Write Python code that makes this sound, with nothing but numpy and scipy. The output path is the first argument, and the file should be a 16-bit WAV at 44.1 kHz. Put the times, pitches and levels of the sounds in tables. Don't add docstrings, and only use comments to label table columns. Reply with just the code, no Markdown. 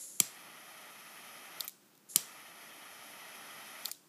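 import sys
import numpy as np
from scipy import signal
from scipy.fft import rfft, irfft
from scipy.io import wavfile
from scipy.ndimage import uniform_filter1d, minimum_filter1d

SR = 44100
rng = np.random.default_rng(int(sys.argv[2]) if len(sys.argv) > 2 else 0)


def file_out(sig):
    cols = np.atleast_2d(sig).T
    lim = np.clip(cols, -1, 1)
    pcm = np.round(lim * 32767).astype(np.int16)
    wavfile.write(sys.argv[1], SR, pcm)


def convert_level_to_amplitude(level_db):
    exponent = np.asarray(level_db, float) / 20
    return 10 ** exponent


N = 179972

# (lights [s], starts closing [s], out [s], roar level [dB], swell [dB/s])
BURNS = [
    (0.189, 1.655, 1.681, -55.5, 1.94),
    (2.137, 3.889, 3.91, -55.5, 2.5),
]
# (frequency [Hz], density [dB per Hz])
ROAR_SPECTRUM = [(59, -33), (100, -21), (202, -13), (489, -14), (615, -7), (1020, -7), (1290, -2.5),
                 (1590, -12), (1900, -3.5), (3980, -10), (5000, -19), (6500, -50.5), (11000, -120)]
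# (frequency [Hz], density [dB per Hz])
JET_SPECTRUM = [(3000, -34.5), (3600, -16), (4300, -9), (5000, -0.5), (6100, 1), (7200, -6.5), (8300, -7.5),
                (9200, -3.5), (9700, 0), (10600, 2.5), (11600, 4), (12600, -3), (13300, -10),
                (15400, -13.5)]
# (frequency [Hz], width [Hz], depth [dB])
HAND_DIPS = [(525, 51, -3.5), (1057, 163, -6), (1640, 200, -1), (2220, 370, -4), (3502, 148, -11.5),
             (3977, 260, -12), (9950, 210, -0.5)]
# (frequency [Hz], width [Hz], depth [dB])
TABLE_DIPS = [(2810, 110, -13), (4600, 90, -20)]
OPENING_S, SETTLE_S, DYING_S = 0.027, 0.24, 0.045
COLD_ROAR_DB, HISS_UNDER_ROAR_DB = -3, -4
ROAR_FALL_DB, HISS_FALL_DB = -12, -9

# (valve opens [s], spark [s], level [dB])
PRESSES = [
    (-.06, 0.206, -44),
    (2.088, 2.17, -48.5),
]
# (frequency [Hz], density [dB per Hz])
GAS_SPECTRUM = [(300, -30.5), (550, -12), (800, -37), (1900, -20.5), (2600, -23.5), (3800, -15.5),
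                (5000, -13), (6000, -10), (6800, 0), (7600, 0.5), (8800, -4.5), (11200, -0.5), (12000, -6),
                (13500, -20), (15400, -15.5)]
# (frequency [Hz], width [Hz], depth [dB])
GAS_DIPS = [(8130, 335, -15), (9750, 300, -3.5), (12300, 500, -15), (14800, 400, -10)]
GAS_ATTACK_S, GAS_START_DB, GAS_SAG_DB_PER_S = 0.011, -13, 36.5
COCKING_S, COCKING_DB, BURN_OFF_DB_PER_S = 0.032, -1.5, 720

# (frequency [Hz], width [Hz], level [dB])
SNAP_BODY_A = [(1228, 170, -13), (2276, 300, -9.5), (3270, 300, -6), (4900, 540, -4), (6000, 250, -3),
               (7660, 500, 3.5), (8820, 410, -4.5), (9520, 440, 1.5), (12000, 850, -4.5),
               (13200, 500, -3.5), (15000, 530, -8)]
# (frequency [Hz], width [Hz], level [dB])
SNAP_BODY_B = [(1200, 160, -14), (2400, 150, -15), (3120, 290, -5.5), (4460, 630, -4), (6000, 560, -6.5),
               (7030, 660, -3.5), (9150, 500, 2.5), (11300, 490, -8.5), (12860, 580, -4), (13920, 270, -8),
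               (14860, 250, -13)]
# (frequency [Hz], width [Hz], level [dB])
RESET_BODY = [(2080, 400, -19), (3490, 206, 0.5), (4280, 230, 3.5), (5000, 370, -1), (7560, 460, -1.5),
              (9800, 420, -5), (11500, 370, -4.5), (13330, 480, -3.5)]
# (frequency [Hz], width [Hz], level [dB])
STOP_BODY_A = [(2270, 130, -10), (3710, 310, -6.5), (5200, 180, -11.5), (5900, 170, -9), (6960, 580, -5),
               (9040, 260, -5), (10600, 460, -9), (11200, 220, -4.5), (12830, 770, -5), (13650, 430, 0.5)]
# (frequency [Hz], width [Hz], level [dB])
STOP_BODY_B = [(2270, 190, -8.5), (4700, 510, -2.5), (6480, 220, -4), (7130, 370, -3), (8740, 350, -0.5),
               (10400, 330, -5), (11300, 470, -9), (12900, 320, -1), (13500, 260, -10), (14200, 280, 0)]
# (time [s], peak level [dB], rattle time [ms])
SNAPS_A = [
    (.1990, -30.5, 1.9),
    (.2013, -3, 1.3),
    (.2020, -8, 0.58),
    (.2028, -9.5, 2.2),
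    (.2045, -22, 1.8),
    (.2135, -31, 1.5),
]
# (time [s], peak level [dB], rattle time [ms])
SNAPS_B = [
    (2.1575, -35, 1.2),
    (2.1599, -2, 0.85),
    (2.1602, -13.5, 0.97),
    (2.1609, -10, 1.8),
    (2.1632, -16.5, 1.3),
    (2.1685, -26, 2.5),
    (2.172, -47, 1.1),
]
# (time [s], peak level [dB], rattle time [ms])
RESETS = [
    (1.6065, -18, 0.96),
    (1.6084, -26.5, 1.7),
    (3.850, -38.5, 1.2),
    (3.8566, -17.5, 0.3),
    (3.8582, -27, 1.7),
]
# (time [s], peak level [dB], rattle time [ms])
STOPS_A = [
    (1.6794, -23, 0.56),
    (1.682, -30, 2.6),
    (1.6943, -35, .6),
    (1.9526, -50.5, 1.2),
    (1.977, -51, 1.2),
]
# (time [s], peak level [dB], rattle time [ms])
STOPS_B = [
    (3.9146, -23, 1.2),
    (3.9167, -27, 1.7),
]

# (time [s], puff [dB], knock [dB], spring [dB], case [dB])
PUFFS = [
    (0.2039, -34.5, -33, -49.5, -41.5),
    (2.1611, -38, -31.5, -45.5, -44.5),
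]
# (frequency [Hz], level [dB], T60 [s])
PUFF_MODES = [(184, 4.5, 0.033), (250, 2, 0.023), (317, -2, 0.03), (463, -8.5, 0.01), (133, -18, 0.17),
              (914, -6, 0.02), (1300, -9, 0.011)]
KNOCK_HZ, SPRING_HZ, CASE_HZ = 2247, 5830, 7540

# (centre time [s], frequency [Hz], peak level [dB], fall time [ms])
SQUEAKS = [
    (1.6017, 12000, -39, 1.4),
    (1.6055, 13500, -38, 2.5),
    (1.684, 11300, -49, 3.3),
    (3.853, 12300, -41, 2.5),
    (3.8555, 13500, -40, 2.1),
    (3.920, 11200, -51, 4),
]
# (time [s], frequency [Hz], peak level [dB], fall time [ms])
SLIDES = [
    (1.6472, 12500, -41, 4.5),
    (3.8825, 12450, -42, 5.0),
]
# (pitch ratio [1], level [dB])
SLIDE_CHORD = [(1.0, 0.5), (1.115, -11), (1.2, -7)]
# (time [s], frequency [Hz], peak level [dB])
PINGS = [
    (3.881, 4900, -47),
    (3.888, 7200, -45),
    (3.931, 4180, -54),
    (3.95, 4000, -57),
]
SQUEAK_RISE_MS, PING_FALL_MS = 1.7, 1.3

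# (frequency [Hz], T60 [s])
ROOM_T60 = [(100, 0.24), (1000, 0.63), (4000, 0.35), (8000, 0.41), (15000, .16)]
# (frequency [Hz], density [dB per Hz])
ROOM_SPECTRUM = [(150, -10), (600, -15.5), (1500, -18.5), (3200, -10), (4500, -7.5), (5700, -7.5),
                 (6500, -9.5), (7500, -8.5), (8300, -11.5), (9500, -9.5), (12000, -8.5), (15000, -18)]
ROOM_DB = -24

# (frequency [Hz], density [dB per Hz])
FLOOR_SPECTRUM = [(24, -62), (40, -36), (98, -20.5), (119, -12.5), (201, -5.5), (271, -10), (292, -6),
                  (339, -5.5), (480, -14.5), (1510, -15.5), (1710, -19.5), (12500, -23.5), (15200, -21)]
FLOOR_DB = -64.5

# (frequency [Hz], margin [dB])
TREBLE_MARGIN = [(11500, -45), (12300, -23), (12800, -25), (13200, -20), (13700, -30), (14250, -18),
                 (14700, -25), (15200, -22.5)]
TOP_HZ, LOUD_DB, TOP_OPENS_DB = 15350, -52, -70
OVERLOAD = 0.7


def rms_one(x):
    return x / np.sqrt(np.mean(x ** 2) + 1e-20)


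def at_hz(points, hz):
    known_hz, value = np.array(points).T
    return np.interp(np.log(hz + 1), np.log(known_hz), value)


def drift(rate_hz):
    steps = rng.standard_normal(400)
    return np.interp(np.arange(N) / SR * rate_hz, np.arange(400), steps)


def coloured(spectrum, dips):
    hz = np.fft.rfftfreq(N, 1 / SR)
    level_db = at_hz(spectrum, hz)
    for centre, width, depth_db in dips:
        level_db = level_db + depth_db / (1 + ((hz - centre) / (width / 2)) ** 2)
    return rms_one(irfft(rfft(rng.standard_normal(N)) * convert_level_to_amplitude(level_db), N))


def resonate(x, hz, width_hz):
    r = np.exp(-np.pi * np.clip(width_hz, 5, 5000) / SR)
    poles = [1, -2 * r * np.cos(2 * np.pi * hz / SR), r * r]
    return signal.lfilter([(1 - r * r) / 2, 0, (r * r - 1) / 2], poles, x)


def add(out, s, piece):
    i = round(s * SR)
    out[i:i + len(piece)] += piece[:N - i]


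def ring(modes, t):
    return sum(convert_level_to_amplitude(db - 60 * t / t60) * np.sin(2 * np.pi * hz * t) for hz, db, t60 in modes)


def highpass(x, order, hz):
    return signal.sosfilt(signal.butter(order, hz, "high", fs=SR, output="sos"), x)


def flame():
    t, out = np.arange(N) / SR, 0
    dips = HAND_DIPS + TABLE_DIPS
    roar = convert_level_to_amplitude(0.4 * drift(6) + 0.8 * drift(40)) * coloured(ROAR_SPECTRUM, dips)
    hiss = convert_level_to_amplitude(0.5 * drift(11) + 0.71 * drift(50)) * coloured(JET_SPECTRUM, dips)
    for lit, closing, end, roar_db, swell_db in BURNS:
        flow_db = roar_db + swell_db * np.clip(t - lit, 0, 2)
        cold_db = np.interp(t, [lit + OPENING_S, lit + SETTLE_S], [COLD_ROAR_DB, 0])
        valve_s = [lit - 0.002, lit, lit + OPENING_S, closing, end, end + DYING_S]
        layers = (roar, cold_db, ROAR_FALL_DB), (hiss, HISS_UNDER_ROAR_DB, HISS_FALL_DB)
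        for layer, own_db, fall_db in layers:
            valve_db = np.interp(t, valve_s, [-90, -9, 0, 0, fall_db, -40], right=-150)
            out = out + convert_level_to_amplitude(valve_db + flow_db + own_db) * layer
    return out


def gas():
    t, gain = np.arange(N) / SR, 0
    for opens, spark, level_db in PRESSES:
        valve_s = [opens, opens + GAS_ATTACK_S, spark - COCKING_S, spark]
        valve_db = np.interp(t, valve_s, [GAS_START_DB, 0, 0, COCKING_DB], left=-150)
        sag_db = GAS_SAG_DB_PER_S * np.clip(t - opens, 0, 1)
        burn_off_db = BURN_OFF_DB_PER_S * np.clip(t - spark, 0, 1)
        gain = gain + convert_level_to_amplitude(level_db + valve_db - sag_db - burn_off_db)
    return gain * convert_level_to_amplitude(0.72 * drift(30)) * coloured(GAS_SPECTRUM, GAS_DIPS)


def blows(rows, body, crack_db):
    out, t = np.zeros(N), np.arange(1500) / SR
    for s, peak_db, rattle_ms in rows:
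        contacts = convert_level_to_amplitude(-17) * rng.standard_normal(len(t)) * np.exp(-1000 * t / rattle_ms)
        contacts[0] = 1
        hit = 0
        for k, (hz, width, db) in enumerate(body):
            hit = hit + (-1) ** k * convert_level_to_amplitude(db) * resonate(contacts, hz, 1.28 * width)
        hit = hit / np.abs(hit).max() + convert_level_to_amplitude(crack_db) * resonate(contacts, 5900, 4090)
        add(out, s, convert_level_to_amplitude(peak_db) * hit / np.abs(hit).max())
    return highpass(out, 2, 1100)


def ignition():
    out, t = np.zeros(N), np.arange(12000) / SR
    for s, puff_db, knock_db, spring_db, case_db in PUFFS:
        swell = 1 - np.exp(-(t / 0.00099) ** 2)
        add(out, s, convert_level_to_amplitude(puff_db) * swell * ring(PUFF_MODES, t))
        add(out, s - 0.0023, ring([(KNOCK_HZ, knock_db, 0.02)], t))
        for hz, db, width_hz in ((SPRING_HZ, spring_db, 70), (CASE_HZ, case_db, 250)):
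            uneven_tone = rms_one(resonate(rng.standard_normal(len(t)), hz, width_hz))
            add(out, s + 0.0017, convert_level_to_amplitude(db - 60 * t / 0.25) * uneven_tone)
    return highpass(out, 3, 125)


def squeaks():
    out, t = np.zeros(N), np.arange(-500, 1000) / SR
    chords = [(s, hz * ratio, peak_db + db, fall_ms)
              for s, hz, peak_db, fall_ms in SLIDES for ratio, db in SLIDE_CHORD]
    pings = [(*row, PING_FALL_MS) for row in PINGS]
    for s, hz, peak_db, fall_ms in SQUEAKS + chords + pings:
        whistle = rms_one(resonate(resonate(rng.standard_normal(len(t)), hz, 450), hz, 450))
        rise = np.exp(-(1000 * t / SQUEAK_RISE_MS) ** 2)
        fall = np.exp(-np.maximum(t, 0) * 1000 / fall_ms)
        add(out, s + t[0], convert_level_to_amplitude(peak_db) * np.where(t < 0, rise, fall) * whistle)
    return out


def room(rows):
    out, t = np.zeros(N), np.arange(16000) / SR
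    edges = 110 * 2 ** np.arange(0, 7.3, 0.2)
    onset = np.clip((t - 0.003) / 0.0068, 0, 1)
    for s, peak_db, _ in rows:
        tail, white = 0, rng.standard_normal((2, len(t)))
        for k, (low, high) in enumerate(zip(edges, edges[1:])):
            bandpass = signal.butter(2, [low, high], "band", fs=SR, output="sos")
            band = signal.sosfilt(bandpass, white[k % 2])
            tail = tail + band * convert_level_to_amplitude(at_hz(ROOM_SPECTRUM, low) - 60 * t / at_hz(ROOM_T60, low))
        add(out, s, convert_level_to_amplitude(peak_db + ROOM_DB) * tail * onset)
    return out


def background():
    return convert_level_to_amplitude(FLOOR_DB + 0.56 * drift(27.33)) * coloured(FLOOR_SPECTRUM, [])


def scene():
    clicks = blows(SNAPS_A, SNAP_BODY_A, crack_db=-5) + blows(SNAPS_B, SNAP_BODY_B, crack_db=-10)
    clicks = clicks + blows(RESETS, RESET_BODY, crack_db=-13)
    clicks = clicks + blows(STOPS_A, STOP_BODY_A, crack_db=-15) + blows(STOPS_B, STOP_BODY_B, crack_db=-15)
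    release_tails = room([RESETS[0], RESETS[3], STOPS_A[0], STOPS_B[0]])
    release_tails = highpass(release_tails, 2, 3200)
    tails = room([SNAPS_A[1], SNAPS_B[1]]) + convert_level_to_amplitude(4.5) * release_tails
    return (flame() + gas() + clicks + ignition() + squeaks() + tails + background())[None]


def thin_treble(x):
    hz, _, frames = signal.stft(x, SR, nperseg=1024)
    bands = (np.abs(frames[:512]) ** 2).reshape(128, 4, -1).sum(axis=1)
    level_db = 10 * np.log10(uniform_filter1d(bands, size=5, axis=1) + 1e-20)
    peak_db = level_db[2:].max(axis=0)
    loudest_db = uniform_filter1d(minimum_filter1d(peak_db, size=7), size=5) + 2.5
    centre_hz = hz[:512].reshape(128, 4).mean(axis=1)[:, None]
    above_margin = level_db > loudest_db + at_hz(TREBLE_MARGIN, centre_hz)
    keep = above_margin | (peak_db > LOUD_DB) | (centre_hz < 11500)
    top = centre_hz > TOP_HZ
    keep = np.where(top, 10 * np.log10(bands + 1e-20) > TOP_OPENS_DB, keep)
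    frames[:512] *= np.repeat(keep * np.where(top, convert_level_to_amplitude(-11), 1), 4, axis=0)
    return signal.istft(frames, SR, nperseg=1024)[1][:N]


def roll_off(x):
    return signal.sosfilt(signal.butter(12, 16600, fs=SR, output="sos"), x)


def record(dry):
    cut = highpass(dry[0], 5, 108)
    cut = np.clip(cut, -OVERLOAD, OVERLOAD)
    rumble = convert_level_to_amplitude(-106) * coloured([(20, -21.0), (70, 3.5), (120, -29.5), (15000, -88)], [])
    mix = thin_treble(cut + rumble)[None]
    return roll_off(mix)


dry = scene()
out = record(dry)
file_out(out)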